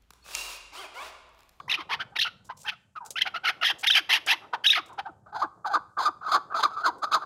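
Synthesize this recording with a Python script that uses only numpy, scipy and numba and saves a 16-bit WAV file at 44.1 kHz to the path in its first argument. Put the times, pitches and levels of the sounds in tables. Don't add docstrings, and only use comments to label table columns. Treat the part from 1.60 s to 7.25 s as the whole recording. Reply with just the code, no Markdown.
import sys
import numpy as np
from scipy import signal
from scipy.fft import rfft, irfft
from scipy.io import wavfile
from scipy.ndimage import uniform_filter1d
from numba import njit

SR = 44100
rng = np.random.default_rng(int(sys.argv[2]) if len(sys.argv) > 2 else 0)


def to_wav(s):
    ch = np.atleast_2d(s).T
    pcm = np.round(np.clip(ch, -1, 1) * 32767)
    wavfile.write(sys.argv[1], SR, pcm.astype(np.int16))


N = 249165


def from_db(db):
    return 10 ** (np.asarray(db) / 20)


def rms_one(x):
    return x / np.sqrt(np.mean(x ** 2) + 1e-20)


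def colour(x, points):
    hz, db = np.transpose(points)
    log_hz = np.log(np.maximum(np.arange(N // 2 + 1) * SR / N, 1))
    gain = from_db(np.interp(log_hz, np.log(hz), db, left=-90, right=-90))
    return irfft(rfft(x) * gain, N)


def drift(rate_hz):
    r = np.exp(-2 * np.pi * rate_hz / SR)
    return rms_one(signal.lfilter([1], [1, -2 * r, r * r], rng.standard_normal(N)))


def high_pass(x, hz):
    return signal.sosfilt(signal.butter(2, hz, "high", fs=SR, output="sos"), x)


def resonance(x, hz, width_hz):
    r = np.exp(-np.pi * width_hz / SR)
    zeros = np.array([1, 0, -1]) * (1 - r * r) / 2
    poles = [1, -2 * r * np.cos(2 * np.pi * hz / SR), r * r]
    return signal.lfilter(zeros, poles, x)


@njit
def gliding_filter(x, cosine, r):
    y = np.zeros(len(x))
    for i in range(2, len(x)):
        driven = (1 - r * r) / 2 * (x[i] - x[i - 2])
        y[i] = driven + 2 * r * cosine[i] * y[i - 1] - r * r * y[i - 2]
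    return y


def gliding_resonance(x, hz, width_hz):
    return rms_one(gliding_filter(x, np.cos(2 * np.pi * hz / SR), np.exp(-np.pi * width_hz / SR)))


def evened(x):
    return x / np.sqrt(uniform_filter1d(x ** 2, size=round(.007 * SR)) + 1e-12)


BUZZ_HZ, BUZZ_DEPTH = 244.1, 0.27


def membranes(pitch_hz):
    wander, jitter, uneven_db, breath = .09, .04, 2.2, .27
    phase = np.cumsum(pitch_hz * np.exp(wander * drift(75.0) + jitter * drift(500.0)) / SR)
    cycle = np.floor(phase)
    closing = np.diff(cycle, prepend=0)
    halving = np.clip(0.32 + 2.4 * drift(41.0), 0, 1) * (cycle % 2)
    pulses = closing * (1 - halving) * from_db(uneven_db * np.clip(rng.standard_normal(N), -3, 1.2))
    buzz_phase = 2 * np.pi * np.cumsum(BUZZ_HZ * np.exp(.3 * drift(30.15))) / SR
    pulses = pulses * (1 + BUZZ_DEPTH * np.cos(buzz_phase))
    spray = rng.standard_normal(N) * (1 + np.cos(2 * np.pi * phase))
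    return rms_one(pulses - pulses.mean()) + breath * spray


# hz, width_hz (before narrowing by 0.79), level_db
THROAT_RESONANCES = [(397, 830, -10), (755, 582, 1), (1279, 350, -1), (1521, 187, -1)]


def throat_sound(source, flutter_hz):
    throat = np.zeros(N)
    for k, (hz, width_hz, db) in enumerate(THROAT_RESONANCES):
        width_hz = 0.79 * width_hz
        mode = resonance(resonance(source, hz, width_hz), hz, width_hz)
        throat += from_db(db) * (-1) ** k * mode
    throat = throat - 0.93 * resonance(throat, 517, 400)
    return rms_one(throat) + 0.48 * gliding_resonance(throat, flutter_hz, 200)


# hz, relative level_db per Hz
OPEN_BEAK_SPECTRUM = [(1000, -46), (1700, 0.5), (2610, -0.5), (3080, 4), (3610, -3), (5000, -8),
                      (6400, -20.5), (7190, -35), (8000, -35), (11200, -24.5), (14400, -36.5),
                      (15700, -52.5)]
# hz, relative level_db per Hz
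SHUT_BEAK_SPECTRUM = [(1180, -24), (2000, -7.5), (2870, -19.5), (3380, -1), (5000, -1), (5550, -26.5),
                      (6100, -7.5), (7000, -10.5), (8080, -25.5), (9280, -14), (10700, -29.5), (12500, -20),
                      (15700, -31.5)]
BEAK_OVER_FLUTTER, SHUT_BEAK_HZ = 1.448, 4280
AIR_HZ, AIR_SHARE = 4500, 0.84
STRAIN_FROM_DB, STRAIN = -31, 2.1


def beak_sound(source, flutter_hz, opening, beak_db):
    source = source + AIR_SHARE * high_pass(rng.standard_normal(N) - source, AIR_HZ)
    wide = rms_one(colour(source, OPEN_BEAK_SPECTRUM))
    shut = rms_one(colour(source, SHUT_BEAK_SPECTRUM))
    beak = opening * wide + (1 - opening) * shut
    beak_hz = opening * BEAK_OVER_FLUTTER * flutter_hz + (1 - opening) * SHUT_BEAK_HZ
    beak = beak + (0.28 + 0.83 * opening) * gliding_resonance(beak, beak_hz, 500)
    effort = np.clip((beak_db - STRAIN_FROM_DB) / 10, 0, 1)
    return beak + STRAIN * effort * high_pass(beak, 6500)


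# start_s, end_s, throat level_db, beak level_db, swell_db (early to late), flutter pitch_hz
HOARSE_NOTES = [(-0.02, -0.005, -26, -35.5, 14.5, 998), (0.089, 0.164, -43.5, -33, 2.5, 1890),
                (0.176, 0.225, -37.5, -41, 5, 1235), (0.294, 0.354, -34, -32.5, 6.5, 954.3),
                (0.395, 0.423, -31.5, -33, 10, 1454), (0.522, 0.545, -51.5, -81, 7, 800),
                (0.557, 0.576, -37.5, -28, 2, 1885), (0.59, 0.598, -53, -19, -12, 1883),
                (0.608, 0.651, -78.5, -25.5, -6, 2535), (0.652, 0.683, -30, -31.5, 2.5, 1451),
                (0.895, 0.922, -36.5, -48.5, -0.5, 1047), (1.044, 1.083, -43.5, -51, 14, 862),
                (1.081, 1.102, -40.5, -25, 2.5, 1817), (1.116, 1.143, -47, -53.5, 4, 1312),
                (1.358, 1.389, -43.5, -55, -5, 1244), (1.41, 1.49, -50.5, -89, 6, 799.3),
                (1.565, 1.603, -60, -36, -3, 1527), (1.607, 1.64, -71, -32, -7, 1902),
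                (1.656, 1.683, -31.5, -30, 3.5, 1459), (1.742, 1.775, -31.5, -35.5, 9.5, 1364),
                (1.837, 1.865, -30, -29.5, 14, 1499), (1.868, 1.905, -25.5, -24, 5, 1455),
                (2.011, 2.039, -33, -33, 28, 1419), (2.042, 2.089, -44, -21, -3, 1913),
                (2.085, 2.116, -34.5, -24.5, 11, 1880), (2.232, 2.25, -33, -24, 11, 1510),
                (2.269, 2.287, -75, -20.5, -21.5, 1887), (2.298, 2.313, -48.5, -21.5, -4, 1846),
                (2.321, 2.349, -50, -30, 7, 1858), (2.349, 2.396, -31, -19.5, 4.5, 1606),
                (2.493, 2.528, -35, -21.5, -1, 1868), (2.525, 2.582, -33.5, -20, -3, 1894),
                (2.67, 2.703, -30.5, -22.5, 7.5, 1703), (2.705, 2.742, -32, -18.5, 4.5, 1896),
                (2.812, 2.86, -50, -80, 9, 863), (2.932, 2.954, -26.5, -36, 5, 895),
                (3.042, 3.06, -37.5, -22.5, -9.5, 1631), (3.058, 3.074, -50, -25.5, -14, 1811),
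                (3.081, 3.147, -73, -34.5, 13, 1688), (3.154, 3.194, -28, -27, 3, 1278),
                (3.292, 3.351, -48.5, -85, 8.5, 974), (3.38, 3.403, -30.5, -39.5, 13, 844.6),
                (3.457, 3.493, -35.5, -64, -8.5, 761.5), (3.663, 3.712, -51.5, -83, 1.5, 676),
                (3.727, 3.774, -33.5, -55, 14.5, 846), (3.771, 3.816, -36, -53, 13, 815),
                (3.819, 3.851, -22, -47.5, -8, 1163), (4.05, 4.058, -21, -70, 4, 1175),
                (4.057, 4.081, -26, -41.5, 8.5, 785.7), (4.097, 4.138, -30.5, -54.5, 6, 798.6),
                (4.135, 4.169, -19, -38, 1, 1216), (4.373, 4.389, -24.5, -68.5, 6.5, 1205),
                (4.386, 4.456, -28, -39.5, 1.5, 1020), (4.453, 4.482, -17.5, -32.5, 3, 1248),
                (4.613, 4.662, -37, -64.5, 10, 1158), (4.662, 4.715, -28, -46.5, 3, 1168),
                (4.716, 4.773, -19, -31.5, 1, 1221), (4.903, 4.937, -35.5, -76, 12.5, 1214),
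                (4.945, 4.988, -25.5, -40, 5.5, 1212), (4.988, 5.026, -29.5, -38, -4, 937),
                (5.03, 5.066, -23, -32.5, -8, 1202), (5.074, 5.162, -41, -64.5, 10, 1200),
                (5.166, 5.23, -31.5, -53, -2, 1249), (5.237, 5.261, -21.5, -39.5, 11, 1249),
                (5.259, 5.293, -20, -33.5, -3.5, 1159), (5.422, 5.45, -24, -38.5, 14.5, 1214),
                (5.466, 5.508, -39, -65, -2.5, 1222), (5.516, 5.546, -23.5, -30.5, 7, 1247),
                (5.536, 5.572, -18.5, -32, -4.5, 1225), (5.592, 5.656, -30, -47.5, 33, 1191)]
# time_s, peak level_db
GULP_EVENTS = [(0.188, -39), (2.126, -48.5), (2.404, -43.5), (2.587, -50), (2.749, -47), (3.194, -42.5),
               (3.493, -45.5), (3.841, -35.5), (4.167, -37.5), (4.488, -38.5), (4.772, -39.5), (5.051, -38),
               (5.284, -36.5), (5.568, -41)]
ATTACK_S, RELEASE_S = 0.015, 0.044
BEAK_WIDENS_DB, BEAK_CLOSES_DB = 10, 5


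def breath_power():
    power, airflow = np.zeros((2, N)), np.zeros(N)
    for start, end, throat_db, beak_db, swell_db, _ in HOARSE_NOTES:
        first = round((start - ATTACK_S / 2) * SR)
        last = min(round((end + RELEASE_S / 2) * SR), N)
        at = np.arange(first, last)
        edge = np.minimum((at - at[0]) / ATTACK_S, (at[-1] - at) / RELEASE_S) / SR
        at, edge = at[at >= 0], edge[at >= 0]
        breath = np.sin(np.pi / 2 * np.clip(edge, 0, 1)) ** 4
        progress = np.clip(2 * (at / SR - start) / (end - start) - 1, -.5, .5)
        closing = any(abs(s - end) < .02 for s, db in GULP_EVENTS)
        widening_db = -BEAK_CLOSES_DB if closing else BEAK_WIDENS_DB
        power[0, at] += breath * from_db(2 * (throat_db + progress * (swell_db - widening_db / 2)))
        power[1, at] += breath * from_db(2 * (beak_db + progress * (swell_db + widening_db / 2)))
        airflow[at] += breath
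    power[1] *= np.minimum(airflow, 1)
    return power


HEAD_UP_S, LEAST_OPENING = 3.6, 0.91


def hoarse_notes():
    t, notes = np.arange(N) / SR, np.array(HOARSE_NOTES)
    start, end, throat_db, beak_db, _, pitch_hz = notes.T
    middle = (start + end) / 2
    reach = (end - start) * .44
    corners = np.ravel([middle - reach, middle + reach], "F")
    flutter_hz = np.interp(t, corners, np.repeat(pitch_hz, 2))
    opening = np.clip(np.interp(t, middle, beak_db - throat_db) / 6 + 1.7, 0, 1)
    opening = np.where(t < HEAD_UP_S, np.maximum(opening, LEAST_OPENING), opening)
    for s, db in GULP_EVENTS:
        flutter_hz = flutter_hz * np.interp(t - s, [-.014, .012, .03, .04], [1, .8, .8, 1])
    source = membranes(flutter_hz)
    throat = throat_sound(source, flutter_hz)
    beak = beak_sound(source, flutter_hz, opening, np.interp(t, middle, beak_db))
    throat_power, beak_power = breath_power()
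    tremble = from_db(1.5 * drift(70.0))
    voice = tremble * (np.sqrt(throat_power) * evened(throat) + np.sqrt(beak_power) * evened(beak))
    return high_pass(voice, 200)


# (time_s, pitch_hz)
SQUEAL_PATHS = [ (-37, [(.079, 862), (.089, 1140)]), (-27.5, [(.095, 2430), (.108, 2920), (.119, 2450)]),
                (-22.5, [(.114, 3560), (.122, 4110)]), (-23, [(.123, 3060), (.132, 4120)]),
                (-28, [(.111, 2660), (.121, 1950)]), (-25, [(.138, 2806), (.146, 2347), (.158, 2960)]),
                (-36, [(.309, 797), (.325, 1013)]), (-26, [(.328, 2503), (.338, 2500)]),
                (-37.5, [(.556, 1287), (.569, 1700)]), (-29.5, [(.563, 2070), (.573, 2877)]),
                (-32.5, [(.568, 3600), (.574, 3930), (.579, 3540)]), (-36, [(.586, 1479), (.597, 2194)]),
                (-27.5, [(.641, 3710), (.649, 2407)]), (-38.5, [(.66, 1357), (.671, 1450)]),
                (-33.5, [(.097, 3400), (.106, 3940)]), (-21.5, [(.594, 2856), (.606, 4450)]),
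                (-25, [(.613, 2860), (.621, 2680), (.628, 3912), (.637, 4675)]), (-40.5, [(1.05, 1415),
                (1.06, 1681)]), (-44, [(1.058, 2562), (1.072, 2750)]), (-38.5, [(1.061, 1730),
                (1.074, 1770)]), (-35, [(1.073, 1636), (1.096, 1468)]), (-44, [(1.118, 1223),
                (1.131, 1455)]), (-34, [(1.366, 1308), (1.39, 1193)]), (-42.5, [(1.405, 1024),
                (1.452, 824)]), (-35.5, [(1.556, 1240), (1.57, 1535), (1.585, 1500)]), (-28, [(1.582, 1425),
                (1.59, 2035), (1.596, 2200)]), (-28.5, [(1.61, 1490), (1.618, 2040), (1.633, 2045)]),
                (-16, [(1.617, 2890), (1.626, 3410)]), (-24, [(1.874, 2280), (1.89, 1993)]),
                (-36, [(2.012, 1393), (2.036, 1494)]), (-22, [(2.047, 3426), (2.062, 3000)]),
                (-20.5, [(2.066, 3150), (2.074, 3380)]), (-35, [(2.076, 3008), (2.085, 2594)]),
                (-26, [(2.105, 3307), (2.118, 3078)]), (-28.5, [(2.262, 1384), (2.272, 1846)]),
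                (-20, [(2.272, 3020), (2.277, 3190), (2.281, 3730), (2.29, 3645), (2.296, 3024)]),
                (-24.5, [(2.30, 1380), (2.312, 1890)]), (-14.5, [(2.306, 2927), (2.315, 3340)]),
                (-23.5, [(2.315, 3910), (2.322, 3854), (2.333, 3460), (2.341, 3540), (2.346, 2960),
                (2.352, 1980)]), (-15.5, [(2.351, 3030), (2.362, 3000)]), (-27.5, [(2.372, 3170),
                (2.382, 3080)]), (-21, [(2.515, 2264), (2.524, 1980)]), (-20.5, [(2.526, 3220),
                (2.537, 2950)]), (-29.5, [(2.693, 1688), (2.704, 1766)]), (-19.5, [(2.70, 2440),
                (2.707, 2744), (2.713, 2410)]), (-33.5, [(2.718, 958), (2.742, 875)]),
                (-27.5, [(3.05, 1840), (3.058, 1530), (3.064, 1890)]), (-16.5, [(3.061, 2470),
                (3.066, 3020), (3.072, 3904), (3.089, 3690), (3.092, 2983)]), (-20.5, [(3.09, 3000),
                (3.095, 2494), (3.101, 2767), (3.104, 3288)]), (-14, [(3.101, 3076), (3.106, 3720),
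                (3.115, 3840)]), (-17.5, [(3.114, 3964), (3.127, 3580)]), (-25, [(3.126, 3280),
                (3.13, 2450), (3.134, 1620), (3.139, 1670), (3.143, 2886)]), (-24, [(3.144, 3680),
                (3.149, 3409), (3.154, 2216), (3.161, 2000)]), (-27, [(4.94, 1283), (4.958, 1154)]),
                (-18, [(5.05, 1262), (5.064, 1066)]), ]
# pitch_hz, level_db above the tone
OCTAVE_OVERTONE = [(900, 2.), (1550, 2.5), (2000, -4), (2700, -22), (3500, -42)]
# pitch_hz, level_db above the tone
HALF_PITCH_LINES = [(1200, -17), (1700, -17), (2300, -16.5), (3000, -21), (3600, -38)]
SQUEAL_BREATH_DB = -19
SQUEAL_DB_PER_OCTAVE, SQUEAL_SAG_DB_PER_S = -1, 152.5


def squeals():
    out, flutter = np.zeros(N), from_db(1.2 * drift(160.0))
    bright = [point for point in OPEN_BEAK_SPECTRUM if point[0] > 4000]
    breath = rms_one(colour(rng.standard_normal(N), bright))
    halving = from_db(3 * drift(80.0))
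    for db, path in SQUEAL_PATHS:
        s, hz = np.transpose(path)
        at = np.arange(round(s[0] * SR), round(s[-1] * SR))
        t = at / SR
        pitch = uniform_filter1d(np.interp(t, s, hz), size=round(.003 * SR), mode="nearest")
        phase = 2 * np.pi * np.cumsum(pitch) / SR
        fade = np.clip(np.minimum(t - s[0], s[-1] - t) / .003, 0, 1)
        climb_db = SQUEAL_DB_PER_OCTAVE * np.log2(pitch / pitch.mean())
        level_db = db + climb_db - SQUEAL_SAG_DB_PER_S * (t - t.mean())
        shut_db = -26 if hz[-1] < hz[0] < 1350 else 0
        soft_db = 6 * np.minimum(db + 36, 0) + shut_db
        octave = from_db(np.interp(pitch, *np.transpose(OCTAVE_OVERTONE)) + soft_db)
        tone = np.sin(phase) + octave * np.sin(2 * phase)
        between = np.sin(3 * phase / 2) + .5 * np.sin(phase / 2)
        between = between + .5 * np.sin(5 * phase / 2) * (pitch < 2200)
        between_gain = from_db(np.interp(pitch, *np.transpose(HALF_PITCH_LINES)) + shut_db)
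        tone = tone + between_gain * halving[at] * between
        air = from_db(SQUEAL_BREATH_DB + shut_db) * breath[at]
        out[at] += fade * from_db(level_db) * (np.sqrt(2) * tone + air)
    return out * flutter


GULP_HZ, GULP_FALL_HZ_PER_S, GULP_RISE_S, GULP_T60_S = 385.6, 4200, .012, 0.057


def gulps():
    out, t = np.zeros(N), np.arange(round(.06 * SR)) / SR
    rise = np.sin(np.pi / 2 * np.minimum(t / GULP_RISE_S, 1)) ** 2
    decay = from_db(-60 * np.maximum(t - GULP_RISE_S, 0) / GULP_T60_S)
    tone = np.sin(2 * np.pi * (GULP_HZ * t - GULP_FALL_HZ_PER_S * t ** 2 / 2))
    starts = [round((s - GULP_RISE_S / 2) * SR) for s, db in GULP_EVENTS]
    out[starts] = from_db([db for s, db in GULP_EVENTS])
    return signal.fftconvolve(out, rise * decay * tone)[:N]


# time_s, nominal peak level_db
WICKER_TICKS = [(1.0161, -49.5), (1.0323, -51), (1.4498, -52), (1.461, -44.5), (1.505, -35.5),
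                (2.6629, -37), (3.26, -56.5), (3.2823, -62), (3.329, -61.5), (5.383, -61)]
# hz, relative level_db per Hz
WICKER_SPECTRUM = [(290, -48.5), (500, 6.5), (988, -12), (1360, -27.5), (1480, -18), (7420, 1.5),
                   (16000, -16.5)]
CREST_DB = 9


def wicker():
    out, t = np.zeros(N), np.arange(round(.08 * SR)) / SR
    out[[round(s * SR) for s, db in WICKER_TICKS]] = from_db([db - CREST_DB for s, db in WICKER_TICKS])
    shape = (1 - np.exp(-t / 0.00034)) * (np.exp(-t / 0.0051) + 2.6 * np.exp(-t / 0.011))
    burst = signal.fftconvolve(out, shape)[:N]
    return burst * rms_one(colour(rng.standard_normal(N), WICKER_SPECTRUM)) * from_db(1.3 * drift(200.0))


# start_s, end_s, nominal rms level_db
FEATHER_RUSTLES = [(0.842, 0.881, -63), (0.966, 0.997, -58.5), (1, 1.015, -51.5), (2.183, 2.22, -50.5)]


def rustles():
    t, level = np.arange(N) / SR, np.zeros(N)
    for start, end, db in FEATHER_RUSTLES:
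        level += from_db(db) * np.clip(np.minimum(t - start, end + .008 - t) / .008, 0, 1)
    return level * rms_one(colour(rng.standard_normal(N), WICKER_SPECTRUM)) * from_db(3.2 * drift(119.5))


WALL_CUT_HZ, YARD_DB, YARD_T60_S = 13000, -24, .38
LOW_ECHO_HZ, LOW_ECHO_T60_S, LOW_ECHO_DB = 1473, 0.46, 0.5


def yard(x):
    t = np.arange(round(.6 * SR)) / SR
    low = signal.lfilter(*signal.butter(2, LOW_ECHO_HZ, fs=SR), rng.standard_normal(len(t)))
    echoes = rng.standard_normal(len(t)) * from_db(-60 * t / YARD_T60_S)
    echoes = (echoes + low * from_db(LOW_ECHO_DB - 60 * t / LOW_ECHO_T60_S)) * (t > .008)
    echoes = signal.lfilter(*signal.butter(1, WALL_CUT_HZ, fs=SR), echoes)
    return signal.fftconvolve(x, echoes / np.sqrt(np.sum(echoes ** 2)))[:N]


EARLIER_CALL_DB = -64.5


def earlier_echo():
    decay = from_db(EARLIER_CALL_DB - 60 * np.arange(N) / SR / YARD_T60_S)
    return rms_one(colour(rng.standard_normal(N), SHUT_BEAK_SPECTRUM)) * decay


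# hz, relative level_db per Hz
HUM_SPECTRUM = [(25, -10), (60, 1), (100, 5), (200, 2.5), (320, -21.5)]
# hz, relative level_db per Hz
MURMUR_SPECTRUM = [(200, -8), (350, -2), (750, -2.5), (1300, -11), (1800, -24), (2400, -53.5)]
# time_s, hum level_db, murmur level_db
BACKGROUND_LEVELS = [(0.0, -60.5, -61), (.35, -61, -56.5), (1.08, -61.5, -74.5), (1.25, -70, -80),
                     (1.38, -69, -88), (1.5, -64.5, -62), (3.3, -68, -58), (3.6, -61, -67),
                     (4.35, -67, -68.5), (5.65, -64, -51)]
HISS_DB = -83.5


def murmur():
    s, hum_db, murmur_db = np.transpose(BACKGROUND_LEVELS)
    t = np.arange(N) / SR
    hum_gain = from_db(np.interp(t, s, hum_db) + 2.5 * drift(24.0))
    hum = rms_one(colour(rng.standard_normal(N), HUM_SPECTRUM)) * hum_gain
    far_gain = from_db(np.interp(t, s, murmur_db) + 2.1 * drift(8.7))
    far = rms_one(colour(rng.standard_normal(N), MURMUR_SPECTRUM)) * far_gain
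    hiss_gain = from_db(HISS_DB + 1.3 * drift(8.3))
    hiss = rms_one(colour(rng.standard_normal(N), WICKER_SPECTRUM)) * hiss_gain
    return hum + far + hiss


def scene():
    cage = hoarse_notes() + squeals() + gulps() + wicker() + rustles()
    return (cage + from_db(YARD_DB) * yard(cage) + earlier_echo() + murmur())[None]


CUTOFF_HZ = 15900


def record(dry):
    rounded = .55 * np.tanh(dry / .55)
    rounded = high_pass(rounded, 45)
    return signal.sosfilt(signal.ellip(10, .5, 70, CUTOFF_HZ, fs=SR, output="sos"), rounded)


dry = scene()
out = record(dry)
to_wav(out)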